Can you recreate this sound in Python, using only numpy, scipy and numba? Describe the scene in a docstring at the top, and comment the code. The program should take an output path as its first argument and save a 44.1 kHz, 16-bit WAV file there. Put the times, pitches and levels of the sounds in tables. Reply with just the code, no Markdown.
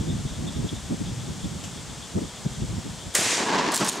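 """One shotgun shot in a meadow by a pond, heard from a few metres behind the shooter.
First, wind buffets the microphone over a steady hiss and far chirps, and the gun ticks as it is handled.
Just after three seconds the hammer falls. The blast overloads the recorder, whose automatic volume
control turns everything down, and sizzles off grass and brush. Then it rolls back from the tree line,
and during that echo the pump is pulled back and pushed forward with steel clicks and scrapes."""
import sys
import numpy as np
from scipy import signal
from scipy.fft import rfft, irfft
from scipy.io import wavfile
from numba import njit

SR = 44100
rng = np.random.default_rng(int(sys.argv[2]) if len(sys.argv) > 2 else 0)


def to_wav(s):
    """Save 16-bit WAV."""
    ch = np.atleast_2d(s).T  # columns
    pcm = np.round(np.clip(ch, -1, 1) * 32767)  # PCM
    wavfile.write(sys.argv[1], SR, pcm.astype(np.int16))


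N = 176400
TIME = np.arange(N) / SR
FREQS = np.arange(N // 2 + 1) * SR / N


def undb(db):
    """Turn decibels into a number to multiply by."""
    return 10 ** (np.asarray(db) / 20)


def curve(rows):
    """Loudness that follows (t/s, level/dB) points."""
    return undb(np.interp(TIME, *np.array(rows).T))


def shaped(gain, side_db):
    """Stereo noise with a gain for each frequency; a higher side_db sounds wider."""
    mid, side = irfft(rfft(rng.standard_normal((2, N))) * gain, N)
    return (mid + undb(side_db) * side * np.array([[1], [-1]])) / mid.std()


def noise(tone, side_db):
    """Noise whose tone follows (f/Hz, level/dB) points, fading below 20 Hz."""
    hz, db = np.array(tone).T
    f = FREQS + 1e-3
    gain = undb(np.interp(np.log(f), np.log(hz), db))
    return shaped(gain * f ** 2 / (f ** 2 + 20 ** 2), side_db)


def band(hz, width_hz, side_db):
    """Noise gathered around one pitch."""
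    return shaped(np.exp(-.5 * ((FREQS - hz) / width_hz) ** 2), side_db)


def flutter(rate_hz, depth_db):
    """A smooth random wobble in loudness that keeps the average power."""
    wobble = irfft(rfft(rng.standard_normal(N)) * np.exp(-(FREQS / rate_hz) ** 2), N)
    gain = undb(depth_db * wobble / wobble.std())
    return gain / np.sqrt(np.mean(gain ** 2))


def swells(rows):
    """A smooth rise and fall for each (t/s, length/s, level/dB) row."""
    return sum(undb(db) * np.exp(-2 * ((TIME - at) / length) ** 2) for at, length, db in rows)


def burst(at, hold, fade):
    """Start at once, hold, then fall to about a third every `fade` seconds."""
    age = TIME - at
    return (age >= 0) * np.exp(-np.clip((age - hold) / fade, 0, 20))


# how strong the breeze is: t/s, level/dB
BREEZE_LEVEL = [(0, -33.5), (.6, -37), (.82, -37.5), (1.1, -34), (1.38, -37.5), (1.6, -35.5), (2.05, -41),
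                (2.35, -44), (2.6, -32.5), (3.08, -40), (3.125, -56)]
# tone of the breeze: f/Hz, level/dB
BREEZE_TONE = [(20, -28), (35, -9), (60, -1), (130, 0.5), (200, -3), (300, -13.5), (450, -22.5), (800, -41),
               (2000, -60)]
# gusts and their pitch: t/s, length/s, level/dB, f/Hz
GUSTS = [(.01, 0.017, -22, 136), (0.091, 0.13, -29.5, 160), (0.149, 0.031, -26.5, 86.4),
         (0.257, 0.013, -22, 107), (0.393, 0.013, -29.5, 144), (0.454, 0.079, -29.5, 159.4),
         (.572, 0.019, -25.5, 130), (0.602, 0.022, -24, 138), (0.653, 0.029, -25, 160.7),
         (.732, 0.017, -25.5, 158.5), (0.926, 0.03, -23, 179.7), (1.014, 0.019, -26, 149),
         (1.104, 0.084, -32.5, 110), (1.293, 0.072, -31.5, 132.2), (1.455, 0.027, -24.5, 118.8),
         (1.55, 0.071, -33, 128.8), (2.166, 0.028, -24.5, 142), (2.183, .016, -23.5, 266),
         (2.228, 0.03, -25.5, 169), (2.464, 0.018, -22.5, 127.6), (2.571, 0.016, -43, 109),
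         (2.701, 0.026, -28.5, 99), (2.785, 0.0085, -24.5, 128), (2.863, 0.024, -32, 152),
         (3.078, 0.031, -31.5, 108)]
# tone of a gust pitched at GUST_HZ: f/Hz, level/dB
GUST_TONE = [(20, -24), (40, -10), (70, -1.5), (130, 2), (200, -1.5), (300, -9.5), (450, -19), (800, -33),
             (2000, -54)]
GUST_HZ, RIGHT_LAG_S = 130, 0.00055

def wind():
    """Swirls of air rumble and thump across the microphone, left side first; faster ones sound higher."""
    air = curve(BREEZE_LEVEL) * flutter(rate_hz=20, depth_db=3.5) * noise(BREEZE_TONE, side_db=-7)
    swirls = noise(GUST_TONE, side_db=-7)
    for at, length, db, hz in GUSTS:
        near = np.flatnonzero(np.abs(TIME - at) < 2 * length)
        stretched_time = at + (TIME[near] - at) * hz / GUST_HZ
        gust = np.array([np.interp(stretched_time, TIME, side) for side in swirls])
        air[:, near] += swells([(at, length, db)])[near] * gust
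    left, right = air
    return np.array([left, np.interp(TIME - RIGHT_LAG_S, TIME, right)])


# tone of the meadow's hiss: f/Hz, level/dB
HISS_TONE = [(150, 1), (500, 0.5), (900, -1), (1500, -5.5), (2600, -7.5), (3300, -4), (4200, -6.5),
             (6000, -5), (7600, -3.5), (8700, -8.5), (10500, -17.5), (13000, -26.5), (15500, -31)]
# nearer chirps, probably frogs at the pond: t/s, length/s, level/dB
CHIRPS = [(0.102, 0.043, -44.5), (0.29, 0.044, -45.5), (0.358, 0.025, -46.5), (0.484, 0.022, -40.5),
          (.565, .03, -45), (0.695, 0.017, -35.5), (.762, .028, -44), (1.072, .04, -47), (1.212, .035, -48),
          (1.444, 0.025, -46), (1.537, 0.034, -53), (1.79, 0.029, -47), (2.033, 0.025, -45.5),
          (2.298, 0.019, -45), (2.877, 0.0099, -48), (3.014, 0.037, -45.5)]
CHIRP_HZ, CHIRP_DROP_HZ_PER_S = 3584, 87

def meadow():
    """A steady hiss, a far pulsing chorus and nearer chirps, each a little lower than the last."""
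    hiss = undb(-41) * noise(HISS_TONE, side_db=-12.5)
    chorus = undb(-54.5) * flutter(rate_hz=18, depth_db=3.5) * band(hz=3430, width_hz=230, side_db=-14)
    chirps = np.zeros((2, N))
    for at, length, db in CHIRPS:
        hz = CHIRP_HZ - CHIRP_DROP_HZ_PER_S * at
        chirps += swells([(at, length, db)]) * band(hz, width_hz=190, side_db=-14)
    return hiss + chorus + chirps


# one faint tick from the gun: t/s, level/dB, fade/s
TICK = (1.638, -36.5, 0.026)
# tone of the tick: f/Hz, level/dB
TICK_TONE = [(500, -12), (1300, 2), (2200, -9), (3000, 7), (3800, -9), (7400, 5), (9000, -10), (11000, -12),
             (15000, -28)]

def handling():
    """The gun ticks softly in the hands of the waiting shooter."""
    at, db, fade = TICK
    return undb(db) * burst(at, 0, fade) * noise(TICK_TONE, side_db=-11)


# the hammer falls, then strikes: t/s, level/dB, fade/s
HAMMER_KNOCKS = [(3.1405, -33, .005), (3.1477, -13, .0004)]
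# tone of steel hitting steel, here and in the pump: f/Hz, level/dB
STEEL_TONE = [(200, -30), (1000, -7), (2500, -8.5), (4200, -4.5), (6000, -3), (7600, 0), (9500, -4.5),
              (12000, -13), (15500, -24)]

def hammer():
    """The steel hammer makes two tiny cracks just before the blast."""
    knocks = sum(undb(db) * burst(at, 0, fade) for at, db, fade in HAMMER_KNOCKS)
    return knocks * noise(STEEL_TONE, side_db=-26)


# tone of the blast: f/Hz, level/dB
BLAST_TONE = [(40, -15), (100, -2), (600, -7), (1200, -15), (1950, 7.5), (2600, -14), (4300, -2),
              (5600, -1), (7500, 6), (10000, -10), (13000, -17), (15500, -12)]
# tone of its bounce off the brush: f/Hz, level/dB
BRUSH_TONE = [(40, -42), (100, -7.5), (180, -12), (350, -6), (700, -7.5), (1400, -8), (2000, -3.5),
              (3200, -7.5), (5000, -6.5), (7200, -5), (8500, -9.5), (10500, -21.5), (13000, -35),
              (15500, -54)]
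# tone of its sizzle off the nearest grass: f/Hz, level/dB
GRASS_TONE = [(1500, -27), (5000, -11), (8000, 4), (10500, -3), (13000, -12), (15500, -28)]
SHOT_S, BRUSH_FADE_DB_PER_S = 3.1508, 137

def shot():
    """The blast leaves the barrel and scatters: bright off near grass, duller off the brush beyond."""
    blast = undb(1) * burst(SHOT_S, hold=0.0039, fade=0.0022) * noise(BLAST_TONE, side_db=-27)
    # steady while the blast spreads through the brush, then fading
    spread = burst(SHOT_S, hold=0.2, fade=20 / np.log(10) / BRUSH_FADE_DB_PER_S)
    brush = undb(-0.5) * spread * noise(BRUSH_TONE, side_db=-14)
    grass = undb(-1.5) * burst(SHOT_S, hold=0, fade=0.08) * noise(GRASS_TONE, side_db=-17)
    return blast + (brush + grass) * flutter(rate_hz=300, depth_db=-0.5)


# rolling echo from the tree line: t/s, level/dB
ROLL_LEVEL = [(3.2, -25), (3.33, -21), (3.4, -3.5), (3.46, -8.5), (3.52, -5), (3.6, 0), (3.745, -3.5),
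              (3.77, -14), (3.86, -4), (3.91, -15), (4.0, -17)]
# tone of the roll: f/Hz, level/dB
ROLL_TONE = [(24, -82), (40, -52), (90, -16), (118, -11), (154, -4.5), (202, -1.5), (391, -2.5),
             (431, -0.5), (476, -5.5), (623, -6.5), (1020, 0.5), (1300, -11.5), (1660, -6), (2340, -13.5),
             (2850, -13), (7220, -20.5), (14000, -53)]
# single echoes from banks and clumps of trees: t/s, length/s, level/dB
ECHOES = [(3.192, 0.0078, -2), (3.222, 0.016, -3.5), (3.262, 0.019, -5.5), (3.332, 0.0084, -3.5),
          (3.405, 0.079, -14), (3.824, 0.025, 2.5), (3.964, 0.028, -16.5)]
# tone of the single echoes: f/Hz, level/dB
ECHO_TONE = [(40, -39), (100, -8), (200, 0.5), (400, -3), (700, -6.5), (1600, -11.5), (3000, -20.5),
             (8000, -21), (15000, -64)]

def tree_echoes():
    """Countless dull echoes roll back from the trees, a few standing out."""
    loudness = curve(ROLL_LEVEL) * (TIME > SHOT_S) * flutter(rate_hz=170, depth_db=2.03)
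    roll = loudness * noise(ROLL_TONE, side_db=-13)
    return roll + swells(ECHOES) * noise(ECHO_TONE, side_db=-19)


# clicks of the pump, with the pitch of the part that is hit: t/s, level/dB, fade/s, f/Hz
PUMP_CLICKS = [(3.718, -3.5, .008, 8800), (3.739, -1.5, 0.0044, 4500), (3.7448, 4, .003, 8750),
               (3.752, -2, 0.0025, 8000), (3.759, 3, 0.0039, 7400), (3.7652, 0, 0.0034, 7400),
               (3.776, 0, .004, 4300), (3.845, -4, 0.012, 11000), (3.864, -9, 0.0055, 10000),
               (3.883, 1, .003, 8600), (3.889, 4, 0.0024, 6700), (3.8949, 1.5, 0.0022, 9200),
               (3.925, -12, .006, 4200)]
# ringing notes of the barrel and moving parts: f/Hz, level/dB, time to fade by 60 dB/s
BARREL_NOTES = [(3470, -4, .2), (4020, -2, .25), (4710, -3, .3), (4930, -4, .25), (6630, 0, .8),
                (6790, -2, .5), (7810, -3, .25), (9190, -2, .3), (11600, -4, .3)]
PING_DB, RING_DB = -9, -32  # added to each click's level

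def pump_clicks():
    """Steel parts hit each other: each crack pings at the pitch of its part and rings the barrel."""
    knocks = sum(undb(db) * burst(at, 0, fade) for at, db, fade, _ in PUMP_CLICKS)
    cracks = knocks * noise(STEEL_TONE, side_db=-26)
    pings, hits = np.zeros((2, N)), np.zeros(N)
    for at, db, _, hz in PUMP_CLICKS:
        pings += undb(db + PING_DB) * burst(at, hold=0, fade=.006) * band(hz, width_hz=260, side_db=-18)
        hits[int(at * SR)] += undb(db + RING_DB)
    t = TIME[:SR // 2]
    ring = sum(undb(db - 60 * t / ring_s) * np.sin(2 * np.pi * hz * t) for hz, db, ring_s in BARREL_NOTES)
    return cracks + pings + signal.fftconvolve(hits, ring)[:N]


# slides of the pump handle: t/s, length/s, level/dB
PUMP_SLIDES = [(3.724, 0.013, -16), (3.752, 0.039, -21), (3.8, 0.045, -10), (3.85, 0.017, -12.5),
               (3.886, 0.03, -12), (3.93, 0.083, -17.5)]
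# tone of the rails it slides on: f/Hz, level/dB
RAIL_TONE = [(1000, -20), (3000, 4), (4500, 2), (6500, 4.5), (8800, 0), (11500, -10), (15500, -23)]

def pump_scrape():
    """The pump handle scrapes back and forward along its steel rails."""
    return swells(PUMP_SLIDES) * flutter(rate_hz=790, depth_db=2.5) * noise(RAIL_TONE, side_db=-15)


def scene():
    """Everything that reaches the microphone."""
    lean_left = undb([[0.75], [-0.75]])
    background = wind() + lean_left * meadow()
    return background + handling() + hammer() + shot() + tree_echoes() + pump_clicks() + pump_scrape()


# boost or cut to the stereo width: f/Hz, level/dB
STEREO_WIDTH = [(30, -5), (70, -2.5), (130, -1), (270, 1), (500, 1.5), (1000, 0.5), (3000, 1), (7800, 2),
                (10000, -4), (15000, -58)]

def microphone(sound):
    """The microphone pair sounds narrower in the deep bass and almost mono at the very top."""
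    hz, db = np.array(STEREO_WIDTH).T
    width = undb(np.interp(np.log(np.maximum(FREQS, 1)), np.log(hz), db))
    side = irfft(rfft((sound[0] - sound[1]) / 2) * width, N)
    return sound.mean(axis=0) + side * np.array([[1], [-1]])


@njit
def follow_peaks(sizes, rise, fall):
    """Track how loud the sound is, at one speed going up and another coming down."""
    levels, level = np.empty(len(sizes)), 0.
    for i in range(len(sizes)):
        level += (sizes[i] - level) * (rise if sizes[i] > level else fall)
        levels[i] = level
    return levels


LIMIT_DB, REACT_S, RECOVER_S = -16, 0.0021, 0.13
CLIP_DB, TOP_HZ = -10, 15700

def record(dry):
    """The recorder quickly turns loud sound down, squashes peaks that slip by and cuts the top treble."""
    heard = microphone(dry)
    peak = follow_peaks(np.abs(heard).max(axis=0), 1 / (REACT_S * SR), 1 / (RECOVER_S * SR))
    turned_down = heard / np.maximum(1, peak / undb(LIMIT_DB))
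    squashed = undb(CLIP_DB) * np.tanh(turned_down / undb(CLIP_DB))
    treble_cut = signal.ellip(12, .2, 90, TOP_HZ, fs=SR, output="sos")
    return signal.sosfilt(treble_cut, squashed)


dry = scene()
out = record(dry)
to_wav(out)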